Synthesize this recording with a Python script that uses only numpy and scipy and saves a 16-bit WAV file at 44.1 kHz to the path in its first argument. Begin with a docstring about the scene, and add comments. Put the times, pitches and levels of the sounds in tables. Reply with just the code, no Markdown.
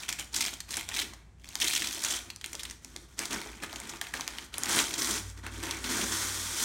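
"""In a quiet carpeted room, hands pull wrapping paper off a gift box, heard by one nearby microphone.
Each stroke of the hands crumples or slides the sheet, and creases give way with sharp snaps.
The box under the paper booms softly when it is dragged on or bumped.
A short room echo follows these sounds, over faint still air and a low hum that swells most near the end."""
import sys
import numpy as np
from scipy import signal
from scipy.fft import rfft, irfft
from scipy.io import wavfile
from scipy.ndimage import uniform_filter1d

SR = 44100
rng = np.random.default_rng(int(sys.argv[2]) if len(sys.argv) > 2 else 0)


def file_out(sig):
    """Save sig as 16-bit WAV at sys.argv[1]."""
    # one column per channel
    cols = np.atleast_2d(sig).T
    # limit, then scale
    lim = np.clip(cols, -1, 1)
    pcm = np.round(lim * 32767).astype(np.int16)
    wavfile.write(sys.argv[1], SR, pcm)


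N = 293000
TIME = np.arange(N) / SR


def undb(db):
    """Turn decibels into a factor to multiply by."""
    return 10 ** (np.asarray(db) / 20)


def unit(x):
    """Scale a signal to an average power of 1."""
    return x / np.sqrt(np.mean(x ** 2))


def energy_one(x):
    """Scale each row to a total energy of 1."""
    return x / np.linalg.norm(x, axis=-1, keepdims=True)


def on_log_axis(points, hz):
    """Read between (Hz, value) points, giving every octave the same room."""
    point_hz, value = np.transpose(points)
    return np.interp(np.log(np.maximum(hz, 1)), np.log(point_hz), value)


def colour(x, points, size=4096):
    """Shape the tone by (Hz, dB) points. Nothing rings ahead of a click, so it stays sharp."""
    gain = undb(on_log_axis(points, np.fft.rfftfreq(size, 1 / SR)))
    cepstrum = irfft(np.log(gain))
    # fold the part that would come before a click onto the part after it
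    cepstrum[1:size // 2] *= 2
    cepstrum[size // 2 + 1:] = 0
    return signal.oaconvolve(x, irfft(np.exp(rfft(cepstrum))))[:len(x)]


def ring(x, hz, width_hz):
    """One resonance: its own pitch passes at full strength, others are weakened."""
    angle = 2 * np.pi * min(hz, SR / 2 - 1000) / SR
    damping = np.sin(angle) * width_hz / hz / 2
    return signal.lfilter([damping, 0, -damping], [1 + damping, -2 * np.cos(angle), 1 - damping], x)


def walk(rate):
    """A smooth random curve, about 1 in size, that turns `rate` times a second."""
    step = int(SR / rate)
    stairs = np.repeat(rng.standard_normal(N // step + 2), step)
    return unit(uniform_filter1d(stairs, step)[step:step + N])


def place(times, db, sounds):
    """Mix short sounds, one per row, at their times and levels."""
    index = (np.maximum(times, 0) * SR).astype(int)[:, None] + np.arange(sounds.shape[1])
    return np.bincount(index.ravel(), (undb(db)[:, None] * sounds).ravel(), N)[:N]


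def buckles(hz, flutter_s, flip_db, spread, broad_db, size, slip_db=2.5, slip_samples=32):
    """One row per facet (flat patch of paper): it flips sharply, then flutters and rings at its pitch."""
    t = np.arange(size) / SR
    noise = rng.standard_normal((len(hz), size + size // slip_samples))
    slips = undb(slip_db * np.repeat(noise[:, size:], slip_samples, axis=1))
    flutter = noise[:, :size] * slips * np.exp(-t / np.reshape(flutter_s, (-1, 1)))
    push = rfft(energy_one(flutter)) + undb(flip_db)  # the flip is a click: equal at all frequencies
    ratio = (np.fft.rfftfreq(size, 1 / SR) + 1) / hz[:, None]
    resonance = 1 / (1 + 1j * (ratio - 1 / ratio) / spread)  # more spread, less clear pitch
    return energy_one(irfft(push * (resonance + undb(broad_db))))


def still_air(level_db=-59):
    """The still air of the room is a faint, deep noise."""
    # The tone of the air. 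Each row: frequency in Hz, gain in dB.
    air_tone = [(20, -22), (42, -5.5), (70, -1), (120, -9), (170, -8.5), (260, -16), (500, -24.5),
                (2000, -32.5), (8000, -38), (16000, -53)]
    return undb(level_db) * unit(colour(rng.standard_normal(N), air_tone))


def hum(waver_db=2.7, drift_hz=1.42, fade_s=0.23):
    """Two low wavering tones that swell now and then, perhaps a motor beyond the walls."""
    # The tones of the hum. Each row: pitch in Hz, level between swells in dB.
    tones = [(57, -59), (94, -75.5)]
    # Its swells. Each row: start and end in seconds, rise of the lower and of the upper tone in dB.
    swells = [(0.6, 1.4, 4.5, 13.5), (4.55, 4.902, 1, 17.5), (5.14, 5.71, 11, 26.5), (5.828, 6.128, 12, 24),
              (6.187, 6.552, 5, 25.5)]
    start, end, *rises_db = np.transpose(swells)[:, :, None]
    swell = np.clip(np.minimum(TIME - start, end - TIME) / fade_s + .5, 0, 1)
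    out = 0
    for (hz, db), rise_db in zip(tones, rises_db):
        phase = 2 * np.pi * np.cumsum(hz + drift_hz * walk(13)) / SR
        gain = undb(db) * (1 + (swell * (undb(rise_db) - 1)).sum(axis=0))
        out = out + unit(np.sin(phase) * undb(waver_db * walk(13))) * gain
    return out


def room(x, echo_s=.0078, echo_db=-14, echo_blur_s=0.0026, tail_db=-10.5, gap_s=0.01, size=32768):
    """Add a blurred first echo off a near surface, then the smooth tail of a furnished room."""
    # How the room dies away. Each row: frequency in Hz, seconds to fade by 60 dB.
    decays = [(250, 0.62), (1000, 0.77), (3000, 0.42), (7000, 0.44), (14000, 0.42)]
    centres_hz, fades_s = np.transpose(decays)
    t = np.arange(size) / SR
    hz = np.fft.rfftfreq(size, 1 / SR)
    noise = rfft(rng.standard_normal(size))
    tail = 0
    for share, fade_s in zip(np.eye(len(decays)), fades_s):
        band = irfft(noise * on_log_axis(np.c_[centres_hz, share], hz))
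        tail = tail + band * np.exp(-np.log(1000) * t / fade_s)
    tail = tail * (t > gap_s)
    echo = rng.standard_normal(size) * (t > echo_s) * np.exp(-np.abs(t - echo_s) / echo_blur_s)
    response = undb(tail_db) * energy_one(tail) + undb(echo_db) * energy_one(echo)
    return x + signal.fftconvolve(x, response)[:N]


def box_ring(force):
    """The cardboard box answers a push with its low, hollow notes."""
    # Resonances of the box and the air in it. Each row: pitch in Hz, width in Hz, gain in dB.
    box_notes = [(141.7, 45, -10), (217, 16.6, -4.5), (255.3, 16.5, 1), (282.5, 12.8, -2),
                 (328.5, 31, -2.5), (387, 45, -6.5), (430, 17, -9.5), (557, 11.4, -11), (680, 110, -21)]
    notes = sum((-1) ** k * undb(db) * ring(force, hz, width) for k, (hz, width, db) in enumerate(box_notes))
    return ring(notes, hz=287, width_hz=860)


def box_drag(drag, gain_db=0.5, jerk_db=3, even_s=0.11):
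    """Jerky friction sets the box booming, as strongly as the hand drags."""
    boom = box_ring(rng.standard_normal(N) * undb(jerk_db * walk(60)))
    even_boom = boom / np.sqrt(uniform_filter1d(boom ** 2, int(even_s * SR)))
    return even_boom * drag * undb(gain_db)


def box_bumps(contact_hz=600, contact_s=0.0082, contact_db=-4, ring_db=4):
    """A soft touch gives a dull pat and a hollow knock from the box."""
    # Fingers and paper bumping the box. Each row: time in seconds, strength in dB.
    bumps = [(0.195, -42), (0.425, -55), (0.53, -43.5), (0.772, -36.5), (1.632, -38.5), (1.862, -47),
             (1.972, -45), (2.545, -41.5), (2.961, -45), (3.333, -34), (3.393, -47), (3.46, -40),
             (3.638, -43), (3.732, -40), (4.1416, -35.5), (4.77, -30), (4.797, -38), (4.84, -47),
             (5.088, -35), (5.466, -56), (5.6365, -36), (5.992, -35.5)]
    times, db = np.transpose(bumps)
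    pats = buckles(np.full(len(times), contact_hz), contact_s, flip_db=-5, spread=1.4, broad_db=-56, size=1024)
    force = np.sqrt(.01 * SR) * place(times, db, pats)  # strength counts as an average over 10 ms
    return undb(contact_db) * force + undb(ring_db) * box_ring(force)


def hand_strokes(attack_s=0.0073, release_s=0.027):
    """Each stroke takes hold, swells or fades, then settles. Gives four curves that steer the sound."""
    # Pulls and pushes on the sheet. Each row: start and end in seconds, level in dB, swell from start
    # to end in dB, dullness in dB (high for slack paper, low for taut), share of sliding against
    # crinkling from 0 to 1, drag on the box in dB.
    strokes = [(0.0, 0.052, -42, -4, -3.5, 0.34, -63), (0.088, 0.14, -38.5, -7, -2, 0.17, -59.5),
               (0.196, 0.212, -35, -7, -5.5, 0.16, -54.5), (0.338, 0.472, -34, 2, -5, 0.095, -51.5),
               (0.539, 0.543, -42.5, -14, -13, 0.22, -61), (0.697, 0.808, -37, 0.5, -5.5, 0.11, -57),
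               (0.888, 0.926, -40, 4.5, 2.5, 0.13, -61), (0.945, 1.009, -34.5, 5, -7, 0.15, -50),
               (1.028, 1.147, -59, -10, 16.5, .15, -58.5), (1.39, 1.43, -64, 2, -5, 0.092, -75),
               (1.445, 1.602, -47.5, 7, -0.5, .1, -63.5), (1.61, 1.78, -32.5, -3, -13, .05, -52),
               (1.79, 2.034, -38, -3.5, -9.5, 0.34, -53.5), (2.031, 2.168, -32.5, 0.5, -5.5, 0.29, -55),
               (2.215, 2.322, -55, -6, -2, .45, -60.5), (2.441, 2.73, -50, -1, -3.5, 0.43, -62),
               (2.826, 3.04, -56, 0, -3.5, 0.62, -61.5), (3.086, 3.147, -59.5, 4, -5, 0.54, -70),
               (3.19, 3.265, -36.5, -6.5, -1.5, 0.35, -51), (3.308, 3.342, -33.5, 4.5, 2.5, 0.35, -42),
               (3.366, 3.607, -45.5, -11.5, 1.5, 0.24, -56), (3.627, 3.641, -37.5, -1, 3.5, 0.51, -44.5),
               (3.692, 3.964, -44, 4, 2.5, .4, -54), (4.03, 4.116, -45, -7, 2, 0.32, -66),
               (4.144, 4.236, -39, -6.5, 1.5, 0.45, -51.5), (4.27, 4.446, -44.5, -1.5, -0.5, 0.43, -57.5),
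               (4.533, 4.673, -40, 11.5, 1.5, 0.52, -53.5), (4.688, 4.805, -25.5, 3.5, -4, 0.57, -41),
               (4.84, 4.957, -37, -2, -6, 0.27, -49), (4.983, 5.181, -32, -2, -7.5, 0.69, -44.5),
               (5.22, 5.299, -51, 5, -8, 0.66, -67), (5.378, 5.386, -47, -3, 1.5, .65, -57),
               (5.438, 5.48, -44, 1, 8.5, .6, -54), (5.518, 5.61, -43.5, 1.5, -1, .5, -50.5),
               (5.631, 5.783, -37, -4.5, -0.5, 0.48, -48), (5.795, 5.869, -40.5, 16, -2, 0.7, -49.5),
               (5.896, 6.04, -31, -2.5, -5, 0.79, -41), (6.04, 6.123, -35, 1.5, -8, 0.87, -44.5),
               (6.123, 6.256, -31.5, -2, -8, 0.96, -51), (6.268, 6.566, -35, -0.5, -10, 0.93, -53),
               (6.574, 6.635, -31, 6.5, -11.5, 0.76, -49.5)]
    start, end, db, swell_db, dull_db, slide, drag_db = np.transpose(strokes)[:, :, None]
    t = TIME[::32]
    gate = np.exp(-np.maximum(start - t, 0) / attack_s - np.maximum(t - end, 0) / release_s)
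    progress = np.clip((t - start) / (end - start), 0, 1)
    effort = gate * undb(swell_db * (progress - .5))
    power = (effort * undb(db)) ** 2 + 1e-30
    loudness = np.sqrt(power.sum(axis=0))
    drag = np.linalg.norm(effort * undb(drag_db), axis=0)
    share = power / power.sum(axis=0)  # the strongest stroke has the most say in dullness and sliding
    mixed_dull_db = (share * dull_db).sum(axis=0)
    mixed_slide = (share * np.clip(slide, 0, 1)).sum(axis=0)
    return [np.interp(TIME, t, curve) for curve in (loudness, drag, mixed_dull_db, mixed_slide)]


def sheet_ring(x):
    """The whole sheet rings along with whatever moves on it."""
    # Resonances of the sheet and the gap under it. Each row: pitch in Hz, width in Hz, gain in dB.
    sheet_notes = [(918, 34, -4.5), (1184, 43, -11), (1442, 56, -4.5), (1548, 34, -2.5), (1930, 26, -11),
                   (3170, 66, -3), (5960, 1800, -4)]
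    return x + sum(undb(db) * ring(x, hz, width) for hz, width, db in sheet_notes)


def sliding(grain_db=2, catch_db=1):
    """Paper fibres scrape over each other; the grip catches and lets go within the limits of friction."""
    # The tone of paper sliding on paper. Each row: frequency in Hz, gain in dB.
    scrape_tone = [(150, -18.5), (400, -6), (720, -10), (1000, -3), (1900, -1), (2700, -5.5), (4500, -2.5),
                   (7000, -3.5), (9000, -3.5), (12000, -7), (15500, -11.5)]
    grip = undb(grain_db * np.tanh(walk(900)) + catch_db * np.tanh(walk(70)))
    return unit(sheet_ring(colour(grip * rng.standard_normal(N), scrape_tone)))


def crinkles(facet_hz, count=2300, scatter_db=3.5, scatter_octaves=0.5, wander_octaves=0.4, even_s=0.023):
    """A shower of tiny buckles of all sizes; the pitch jumps about as one facet after another gives way."""
    # The tone of the crinkles. 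Each row: frequency in Hz, gain in dB.
    paper_tone = [(150, -11), (400, -21), (700, 2), (1100, -1), (1600, -6), (2200, 2), (3500, -0.5),
                  (6500, 2), (9000, 3.5), (12000, 1.5), (15500, -0.5)]
    times = rng.uniform(0, N / SR, count)
    size_db = scatter_db * np.minimum(rng.exponential(size=count), 2.5)
    wandering_hz = facet_hz * 2 ** (wander_octaves * walk(70))
    hz = np.interp(times, TIME, wandering_hz) * 2 ** (scatter_octaves * rng.standard_normal(count))
    grains = buckles(hz, flutter_s=0.0021, flip_db=-4.5, spread=0.16, broad_db=-16.0, size=256)
    shower = sheet_ring(colour(place(times, size_db, grains), paper_tone))
    # the hand feeds in energy steadily, so a big buckle leaves less for its neighbours
    return shower / np.sqrt(np.abs(uniform_filter1d(shower ** 2, int(even_s * SR))) + 1e-12)


def rustle(loudness, dull_db, slide, crumple_hz=3060, slide_hz=6040, split_hz=2700, neutral_db=-6.5):
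    """The sheet crinkles and slides; slack paper sounds dull, taut paper is bright and rings."""
    # crumpling bends large, low-pitched facets; sliding bends only small, high ones
    facet_hz = crumple_hz * (slide_hz / crumple_hz) ** slide
    sheet = np.sqrt(1 - slide + 1e-9) * crinkles(facet_hz) + np.sqrt(slide) * sliding()
    low = signal.sosfiltfilt(signal.butter(2, split_hz, fs=SR, output="sos"), sheet)
    treble = sheet - low + undb(-5) * ring(sheet, hz=3450, width_hz=220)
    dullness = undb(0.49 * (dull_db - neutral_db))
    return loudness * (low * dullness + treble / dullness)


def snaps(dull_db, crack_db=1, shake_db=-15, shake_hz=950, shake_s=0.0084, knock_db=5):
    """Single creases give way and shake the sheet and the box; the slacker the paper, the more they shake."""
    # Creases that buckle. Each row: time in seconds, strength in dB, pitch in Hz, flutter in seconds.
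    creases = [(0.034, -42, 2680, .0028), (0.09, -30, 4960, 0.0056), (0.127, -34, 5700, 0.0028),
               (0.1896, -43, 3370, 0.0034), (0.344, -31.5, 5300, 0.0051), (0.362, -27, 6540, 0.013),
               (0.408, -26.5, 5100, .0069), (0.4225, -31.5, 5200, .002), (0.451, -34, 5530, .0038),
               (0.4625, -33.5, 5300, 0.0018), (0.482, -40, 3600, 0.00076), (0.604, -37.5, 5170, 0.004),
               (0.707, -36.5, 6200, 0.0098), (0.741, -36, 4140, 0.003), (0.7687, -31.5, 7450, .005),
               (0.8894, -36, 5130, 0.0015), (0.941, -35.5, 3530, 0.011), (0.964, -32.5, 3800, 0.0063),
               (0.991, -30.5, 3760, .004), (0.998, -33, 3700, 0.0033), (1.018, -34.5, 3700, 0.006),
               (1.135, -49, 5200, .0046), (1.443, -51.5, 2900, 0.0025), (1.489, -44.5, 6300, 0.0012),
               (1.5544, -31.5, 4550, .0011), (1.6014, -35, 5500, 0.0036), (1.6184, -27, 3200, 0.011),
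               (1.649, -34.5, 3160, 0.0021), (1.671, -37, 3400, 0.0018), (1.682, -28, 4140, 0.0023),
               (1.735, -30.5, 4080, 0.0038), (1.752, -31, 6000, 0.0014), (1.7607, -28.5, 3750, 0.013),
               (1.821, -33.5, 2510, 0.0031), (1.842, -34, 4530, 0.0053), (1.872, -32.5, 5270, 0.0042),
               (1.9284, -38, 3400, 0.00037), (1.948, -40, 7600, 0.0012), (2.039, -32.5, 6140, .0007),
               (2.048, -29, 6600, 0.0046), (2.106, -29.5, 6900, 0.023), (2.302, -39.5, 4440, 0.0029),
               (2.3611, -44, 5960, 0.0012), (2.4126, -46, 3670, .0033), (2.4429, -37, 3170, 0.0027),
               (2.461, -39.5, 8060, 0.001), (2.531, -39, 6200, 0.0034), (2.5516, -38.5, 5500, 0.0028),
               (2.5945, -38, 4240, 0.012), (2.633, -38, 6670, 0.0037), (2.652, -40, 3380, 0.004),
               (2.699, -44, 5870, 0.0014), (2.71, -41.5, 5570, 0.003), (2.8467, -43.5, 6300, .002),
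               (2.9634, -40.5, 5640, 0.00077), (3.1917, -31, 6930, 0.00038), (3.255, -35, 5100, 0.0012),
               (3.308, -38, 3300, .0086), (3.33, -35.5, 6000, 0.0042), (3.4155, -43, 4100, 0.0012),
               (3.635, -37.5, 1760, .0044), (3.729, -43.5, 5070, .0009), (3.759, -39.5, 3550, 0.0031),
               (3.801, -41, 7800, 0.0021), (3.894, -39, 6100, 0.0074), (4.0133, -31.5, 1620, 0.0029),
               (4.069, -44.5, 2200, 0.0015), (4.139, -34.5, 1890, 0.0032), (4.209, -34.5, 4650, .0011),
               (4.2782, -33, 4940, 0.00083), (4.3847, -38.5, 2830, 0.0019), (4.541, -38, 3400, 0.0037),
               (4.5821, -31, 9600, .0013), (4.635, -29.5, 6300, 0.0012), (4.657, -35.5, 5300, .0018),
               (4.789, -25.5, 3660, 0.0045), (4.939, -32, 5400, 0.005), (4.99, -33, 5500, .006),
               (5.02, -31, 4960, 0.0028), (5.046, -33.5, 5430, 0.0015), (5.073, -37, 6500, .0015),
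               (5.11, -31, 6040, 0.0077), (5.3, -49.5, 7000, 0.002), (5.4653, -40, 1920, 0.0034),
               (5.635, -38.5, 2360, 0.006), (5.71, -33, 5470, 0.0025), (5.842, -34, 3500, 0.012),
               (6.013, -34.5, 2570, 0.007)]
    # The tone of a buckling crease. Each row: frequency in Hz, gain in dB.
    crease_tone = [(300, -37), (900, -6.5), (1900, 4.5), (3500, 4), (6500, 2), (9000, 2), (12000, 0),
                   (16000, -5)]
    times, db, hz, flutter_s = np.transpose(creases)
    cracks = buckles(hz, flutter_s, flip_db=-13.5, spread=0.47, broad_db=-8.5, size=1024)
    shakes = buckles(np.full(len(hz), shake_hz), shake_s, flip_db=-18.5, spread=0.52, broad_db=-67, size=1024)
    cracking = colour(place(times, db + crack_db, cracks), crease_tone)
    shaking = place(times, db + shake_db + np.interp(times, TIME, dull_db), shakes)
    knocking = undb(knock_db) * box_ring(shaking)
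    return np.sqrt(.01 * SR) * (cracking + shaking + knocking)  # strength counts as an average over 10 ms


def scene():
    """The hands work the sheet and the box in the room, over hum and still air."""
    loudness, drag, dull_db, slide = hand_strokes()
    air = still_air()
    unwrapping = snaps(dull_db) + rustle(loudness, dull_db, slide) + box_drag(drag) + box_bumps()
    mono = room(unwrapping) + hum() + air
    return np.array([mono, mono])


def record(dry, top_hz=15900):
    """One microphone colours the treble and feeds both channels; the recorder cuts the highest sounds."""
    # The tone of the microphone. Each row: frequency in Hz, gain in dB.
    mic_tone = [(100, 1), (2400, 0), (2850, -3.5), (3200, -0.5), (4100, -2), (4850, -4), (5700, -2),
                (9200, -0.5), (10300, -5.5), (11200, -4.5), (16000, -6.5)]
    mono = colour(dry.mean(axis=0), mic_tone)
    mono = signal.sosfilt(signal.ellip(10, .2, 70, top_hz, fs=SR, output="sos"), mono)
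    return np.array([mono, mono])


dry = scene()
out = record(dry)
file_out(out)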